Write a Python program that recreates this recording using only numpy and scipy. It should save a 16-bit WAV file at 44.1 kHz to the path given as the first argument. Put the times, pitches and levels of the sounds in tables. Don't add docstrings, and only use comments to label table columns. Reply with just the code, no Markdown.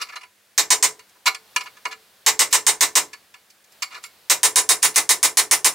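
import sys
import numpy as np
from scipy import signal
from scipy.fft import rfft, irfft
from scipy.io import wavfile
from scipy.ndimage import uniform_filter1d, minimum_filter1d

SR = 44100
rng = np.random.default_rng(int(sys.argv[2]) if len(sys.argv) > 2 else 0)


def put_to_file(sound):
    columns = np.atleast_2d(sound).T
    safe = np.clip(columns, -1, 1)
    whole_steps = np.round(safe * 32767)
    wavfile.write(sys.argv[1], SR, whole_steps.astype(np.int16))


def nominal_scale(level):
    x = np.asarray(level, float) / 20
    return 10 ** x


N = 253134
RING_SAMPLES = 9000

# [f/Hz, density/dB per Hz]
HISS_SPECTRUM = [(20, -21), (45, -22), (95, 1), (150, -11.5), (250, -5.5), (500, 2), (1000, -3), (1700, 3),
                 (2600, -1), (4000, -2.5), (9000, -4.5), (14500, -7.5), (16500, -7)]
# [f/Hz, density/dB per Hz]
RUSTLE_SPECTRUM = [(200, 4), (800, 9.5), (2000, 5.5), (4300, 7), (6500, 0), (12000, 0)]
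# [t/s, level/dB]
RUSTLE_LEVEL = [(0, -51), (.3, -73), (1.0, -58.5), (1.25, -60.5), (1.55, -53), (2.1, -57.5), (3.2, -57.5),
                (3.3, -60.5), (3.65, -63.5), (3.75, -55.5), (4.3, -56), (5.74, -63)]
# [f/Hz, level/dB rms]
HUM_TONES = [(199.2, -80.5)]
# [f/Hz, side re mid/dB]
SIDE_LEVEL = [(100, -27), (300, -35), (600, -11), (1500, -7.5), (5000, -8), (12000, -10)]
# [f/Hz, t60/s]
SHOP_T60 = [(150, 0.26), (500, 0.21), (1500, 0.12), (5000, 0.18), (15000, 0.057)]
# [f/Hz, t60/s]
DENSE_T60 = [(150, 0.34), (400, 0.19), (1000, 0.14), (2800, 0.11), (7000, 0.091), (15000, 0.094)]
# [f/Hz, density/dB per Hz]
KNOCK_SPECTRUM = [(100, -76), (300, -17.5), (700, -11.5), (1000, -6.5), (1300, 10.5), (1600, -9.5),
                  (2300, 4), (3200, -9), (4500, -3), (6000, -11.5), (9400, -21), (16000, -30)]
# [f/Hz, level/dB, t60/s]
LOOSE_MODES = [(440.4, -33, 0.57), (772, -21.5, 0.2), (994.4, 5.5, 0.056), (1204, -2, 0.059),
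               (1720, 2, 0.084), (2200, -6.5, 0.16), (2765, -24, 0.12), (2853, -4, 0.085),
               (3460, -2, 0.036), (4240, -11, 0.09), (4500, -9, 0.14), (5450, -2.5, 0.026),
               (5760, -1.5, 0.037), (6470, 3, 0.019), (7340, -8, 0.069), (8480, -8, 0.033),
               (9430, -12, 0.077), (10900, -35, 0.14)]
# [t/s, peak/dB, tilt/dB per octave, chatter/ms]
KNOCKS = [(0.013, -12.5, 3, 14), (0.156, -19.5, 0.5, 13), (0.992, -30.5, 2.5, 3.6),
          (1.154, -54.5, -10, 7.4), (1.257, -1.5, 3.5, 25.3), (1.266, -2.5, 0.5, 14.5),
          (1.346, -18, 3.5, 3.8), (1.561, -3, 2, 4.1), (1.606, -16.5, 1, 8.4), (1.853, -10, -2.5, 3.5),
          (1.926, -24, -0.5, 1.8), (3.13, -23, 2.5, 8.6), (3.34, -29.5, -1, 4.7), (3.821, -8.5, 3.5, 11),
          (4.038, -20.5, 2, 1.7)]
# [t/s, peak/dB, chatter/ms]
SKIDS = [(0.0, -24, 23), (0.068, -35, 6.8), (0.085, -27, 18), (0.121, -29.5, 21), (0.209, -32, 11),
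         (0.231, -28.5, 7.1), (1.657, -25.5, 18), (1.768, -35, 8), (1.909, -22, 20.5), (3.904, -31, 25),
         (3.921, -27.5, 17), (3.943, -23, 16), (3.961, -27.5, 22)]
# [t/s, peak/dB]
TICKS = [
    (1.092, -51),
    (1.635, -41),
    (3.236, -63),
    (3.5, -45),
    (3.641, -51),
    (3.72, -47.5),
]
# [t/s, peak/dB]
SLIPS = [
    (1.845, -54),
    (4.024, -50),
    (2.505, -38),
    (4.82, -28.5),
    (4.938, -37),
    (4.953, -45),
]
# [f/Hz, density/dB per Hz]
BLOW_SPECTRUM = [(100, -25.5), (160, -25), (220, -28.5), (300, -12), (450, -10), (800, -5.5), (1020, 1),
                 (1400, -4.5), (1950, 1.5), (3200, -2), (5000, -0.5), (7400, 3), (10000, 3.5),
                 (16000, -2.5)]
# [f/Hz, level/dB, t60/s]
DRIVEN_MODES = [(431, -24, .5), (480, -21, .18), (670, -17, .1), (780, -15, .09), (1000, -2, .06),
                (1050, -6, .07), (1270, -12, .1), (1720, -11, .11), (1914, -9, .09), (2260, -10, .1),
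                (2985, -11, .1), (3772, -8, .12), (4279, -8, .12), (4767, -9, .1), (5097, -8, .1),
                (5295, -9, .1), (5790, -5, .14), (6440, -6, .1), (6635, -4, .11), (7181, -2, .1),
                (7457, -1, .11), (8226, -4, .1), (8900, -6, .1), (9340, -3, .1), (9800, -6, .1),
                (10187, -7, .1), (12634, -6, .09), (14104, -7, .08)]
# [t/s, clear ring level/dB]
BLOWS = [(0.578, -6.5), (0.704, -1.5), (0.826, -6), (2.263, -4), (2.392, -9), (2.527, -4), (2.666, -4.5),
         (2.808, -8), (2.954, -8), (4.298, -10.5), (4.431, -3.5), (4.558, -1.5), (4.69, -3), (4.828, -5.5),
         (4.959, -9), (5.091, -6), (5.229, -9.5), (5.371, -5), (5.511, -8), (5.645, -6)]
# [start t/s, clatter/dB, tilt/dB per octave, top edge at first blow f/Hz, shelf above edge/dB]
RUNS = [
    (0.5, -5.5, 1.05, 8250, -12),
    (2.2, -2.5, 1.12, 8280, -11.5),
    (4.2, -3.5, 0.95, 9250, -9.5),
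]


def at_hz(points, hz):
    table_hz, value = np.array(points)[:, 0], np.array(points)[:, 1]
    return np.interp(np.log(hz), np.log(table_hz), value)


def rms_one(x):
    return x / np.sqrt(np.mean(x ** 2) + 1e-20)


def left_right(mid, side):
    return np.array([mid + side, mid - side])


def decay(t_s, t60_s):
    return np.exp(-np.log(1000) * t_s / t60_s)


def coloured(spectrum, size):
    hz = np.maximum(np.fft.rfftfreq(size, 1 / SR), 10)
    mid, side = rfft(rng.standard_normal((2, size))) * nominal_scale(at_hz(spectrum, hz))
    side = side * nominal_scale(at_hz(SIDE_LEVEL, hz))
    return rms_one(irfft(left_right(mid, side), size))


def background():
    t = np.arange(N) / SR
    hiss = nominal_scale(-59.5) * coloured(HISS_SPECTRUM, N)
    rustle = nominal_scale(np.interp(t, *np.transpose(RUSTLE_LEVEL))) * coloured(RUSTLE_SPECTRUM, N)
    hum = sum(np.sqrt(2) * nominal_scale(db) * np.sin(2 * np.pi * hz * t) for hz, db in HUM_TONES)
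    return hiss + rustle + hum


def workshop(x, gap_ms):
    t, tail = np.arange(RING_SAMPLES) / SR, 0
    for low_hz in 62.5 * 2.0 ** np.arange(8):
        band = signal.butter(2, [low_hz, 2 * low_hz], "band", fs=SR, output="sos")
        mid, side = signal.sosfilt(band, rng.standard_normal((2, RING_SAMPLES)))
        fade = decay(t, at_hz(SHOP_T60, 0.81 * low_hz))
        tail = tail + fade * left_right(mid, 0.4 * side)
    tail = tail * (1 - np.exp(-t * 1000 / gap_ms))
    tail = tail / np.sqrt(np.sum(tail ** 2) / 2)
    return signal.fftconvolve(x.mean(0)[None], tail, axes=1)[:, :N]


def dense_modes(spectrum, count):
    width_hz, relief_db, relief_from_hz = 24, 6, 1500
    size = 6 * RING_SAMPLES
    band_hz = np.linspace(3.4, 18.2, count) ** (10 / 3)
    whole = rfft(coloured(spectrum, size))
    chance = uniform_filter1d(np.angle(whole[0, ::-1]), round(width_hz * size / SR))
    relief = rms_one(nominal_scale(relief_db * np.tanh(rms_one(chance))))
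    upper = np.arange(len(relief)) > relief_from_hz * size / SR
    whole = whole * np.where(upper, relief, 1)
    bin_hz = np.fft.rfftfreq(size, 1 / SR)
    place = np.interp(np.log(bin_hz + 1), np.log(band_hz), np.arange(count))
    bands = [irfft(whole * np.maximum(1 - abs(place - k), 0), size) for k in range(count)]
    return band_hz, np.array(bands)


def clear_modes(modes, level_db):
    hz, mode_db, t60_s = np.transpose(modes)[:, :, None]
    t = np.arange(RING_SAMPLES) / SR
    fade = nominal_scale(mode_db + level_db) * decay(t, t60_s)
    skew = rng.uniform(0, 2 * np.pi, hz.shape)
    mid = np.sin(2 * np.pi * hz * t)
    side = nominal_scale(at_hz(SIDE_LEVEL, hz)) * np.sin(2 * np.pi * hz * t + skew)
    return hz[:, 0], fade * left_right(mid, side)


def waver(count, hz):
    slow = signal.butter(2, hz, fs=SR, output="sos")
    return rms_one(signal.sosfilt(slow, rng.standard_normal((count, 6 * RING_SAMPLES))))


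def contacts(events, spectrum, modes, modes_db, damped, alike, rough, vary_db, gain_db):
    band_hz, stock = dense_modes(spectrum, count=40)
    mode_hz, rings = clear_modes(modes, modes_db)
    swings = waver(count=len(modes), hz=25)
    bands, hz = len(band_hz), np.r_[band_hz, mode_hz][:, None]
    t, out = np.arange(RING_SAMPLES) / SR, np.zeros((2, N + 2 * RING_SAMPLES))
    dense_t60_s = 1 / (damped * at_hz(DENSE_T60, band_hz))[:, None]
    dense_t60_s = (at_hz(DENSE_T60, band_hz) ** 2)[:, None] * dense_t60_s * damped ** 2
    luck_db = vary_db * rng.standard_normal((len(events), len(hz)))
    offsets = rng.integers(RING_SAMPLES, 5 * RING_SAMPLES, len(events))
    for k, (start_s, peak_db, clatter_db, tilt, chatter_ms, edge_hz, shelf_db) in enumerate(events):
        chatter_s = max(chatter_ms, .05) / 1000
        fresh = slice(offsets[k], offsets[k] + RING_SAMPLES)
        rise = np.tanh(t / (0.28 * chatter_s + 4.34 / hz))
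        above_edge = np.clip((hz - edge_hz) / 600 + .5, 0, 1)
        gain = nominal_scale(luck_db[k, :, None] + tilt * np.log2(hz / 3000) + shelf_db * above_edge) * rise
        fade = nominal_scale(clatter_db) * gain[:bands] * decay(np.maximum(t - chatter_s, 0), dense_t60_s)
        noise = np.sqrt(alike) * stock[..., :RING_SAMPLES] + np.sqrt(1 - alike) * stock[..., fresh]
        dense = np.einsum("bt,bct->ct", fade, noise)
        clear = np.einsum("mt,cmt->ct", gain[bands:] * (1 + rough * swings[:, fresh]), rings)
        start = round(start_s * SR)
        out[:, start:start + RING_SAMPLES] += nominal_scale(peak_db + gain_db) * (dense + clear)
    return out[:, :N]


def handling():
    rows = [(s, db, -2, tilt, ms) for s, db, tilt, ms in KNOCKS]
    rows += [(s, db, -2.5, -1, ms) for s, db, ms in SKIDS]
    rows += [(s, db, 2, 9, 6) for s, db in TICKS]
    slips = [(s, db, 13, 8.5, 44) for s, db in SLIPS]
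    return [(*row, 0, 0) for row in sorted(rows) + slips]


def crack(events):
    pulse_db, pulse_hz, pulse_ms = 15, 6500, 0.1
    t, out = np.arange(-20, 21) / SR, np.zeros(N)
    pulse = np.sin(2 * np.pi * pulse_hz * t) * np.exp(-(t * 1000 / pulse_ms) ** 2)
    for start_s, ring_db, clatter_db, *_ in events:
        start = round(start_s * SR)
        out[start:start + len(t)] += nominal_scale(pulse_db + ring_db + clatter_db) * pulse
    return out


def hammer():
    seating_hz, seating_blows = 1230, 0.5
    first_blow_db, chatter_ms = -0.5, 0.43
    rows, starts = [], [run[0] for run in RUNS]
    for s, ring_db in BLOWS:
        run_s, clatter_db, tilt, edge_hz, shelf_db = RUNS[np.searchsorted(starts, s) - 1]
        earlier = sum(run_s < other < s for other, _ in BLOWS)
        edge_hz = edge_hz + seating_hz * (1 - np.exp(-earlier / seating_blows))
        force_db = clatter_db + first_blow_db * (earlier == 0)
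        rows.append((s, ring_db, force_db - ring_db, tilt, chatter_ms, edge_hz, shelf_db))
    return rows


def scene():
    knocks = contacts(handling(), KNOCK_SPECTRUM, LOOSE_MODES, modes_db=-5, damped=0.59,
                      alike=0.82, rough=.45, vary_db=3.0, gain_db=-10.0)
    blows = contacts(hammer(), BLOW_SPECTRUM, DRIVEN_MODES, modes_db=-10.5, damped=1.157,
                     alike=0.65, rough=.45, vary_db=1.1, gain_db=5.5)
    metal = (blows + crack(hammer()) + knocks) * nominal_scale([[-.7], [.7]])
    return metal + nominal_scale(-18) * workshop(metal, gap_ms=25) + background()


def limiter(x, ceiling_db, release_db_s, smooth_ms):
    width = max(int(smooth_ms * SR / 1000), 2)
    level_db = 10 * np.log10(uniform_filter1d(np.max(x ** 2, axis=0), width) + 1e-12)
    climb_db = release_db_s * np.arange(N) / SR
    excess_db = np.maximum(level_db - ceiling_db, 0)
    held_db = np.maximum.accumulate(excess_db + climb_db) - climb_db
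    cut_db = -minimum_filter1d(-held_db, width)
    return x * nominal_scale(-uniform_filter1d(cut_db, width))


def roll_off(x):
    return signal.sosfilt(signal.butter(12, 16750, fs=SR, output="sos"), x)


def record(dry):
    held = np.clip(limiter(dry, ceiling_db=-8.5, release_db_s=703, smooth_ms=0.8), -1, 1)
    rumble_cut = signal.butter(2, 60, "high", fs=SR, output="sos")
    top_cut = signal.cheby2(10, 45, 16700, fs=SR, output="sos")
    mix = signal.sosfilt(top_cut, signal.sosfilt(rumble_cut, held))
    return roll_off(mix)


dry = scene()
out = record(dry)
put_to_file(out)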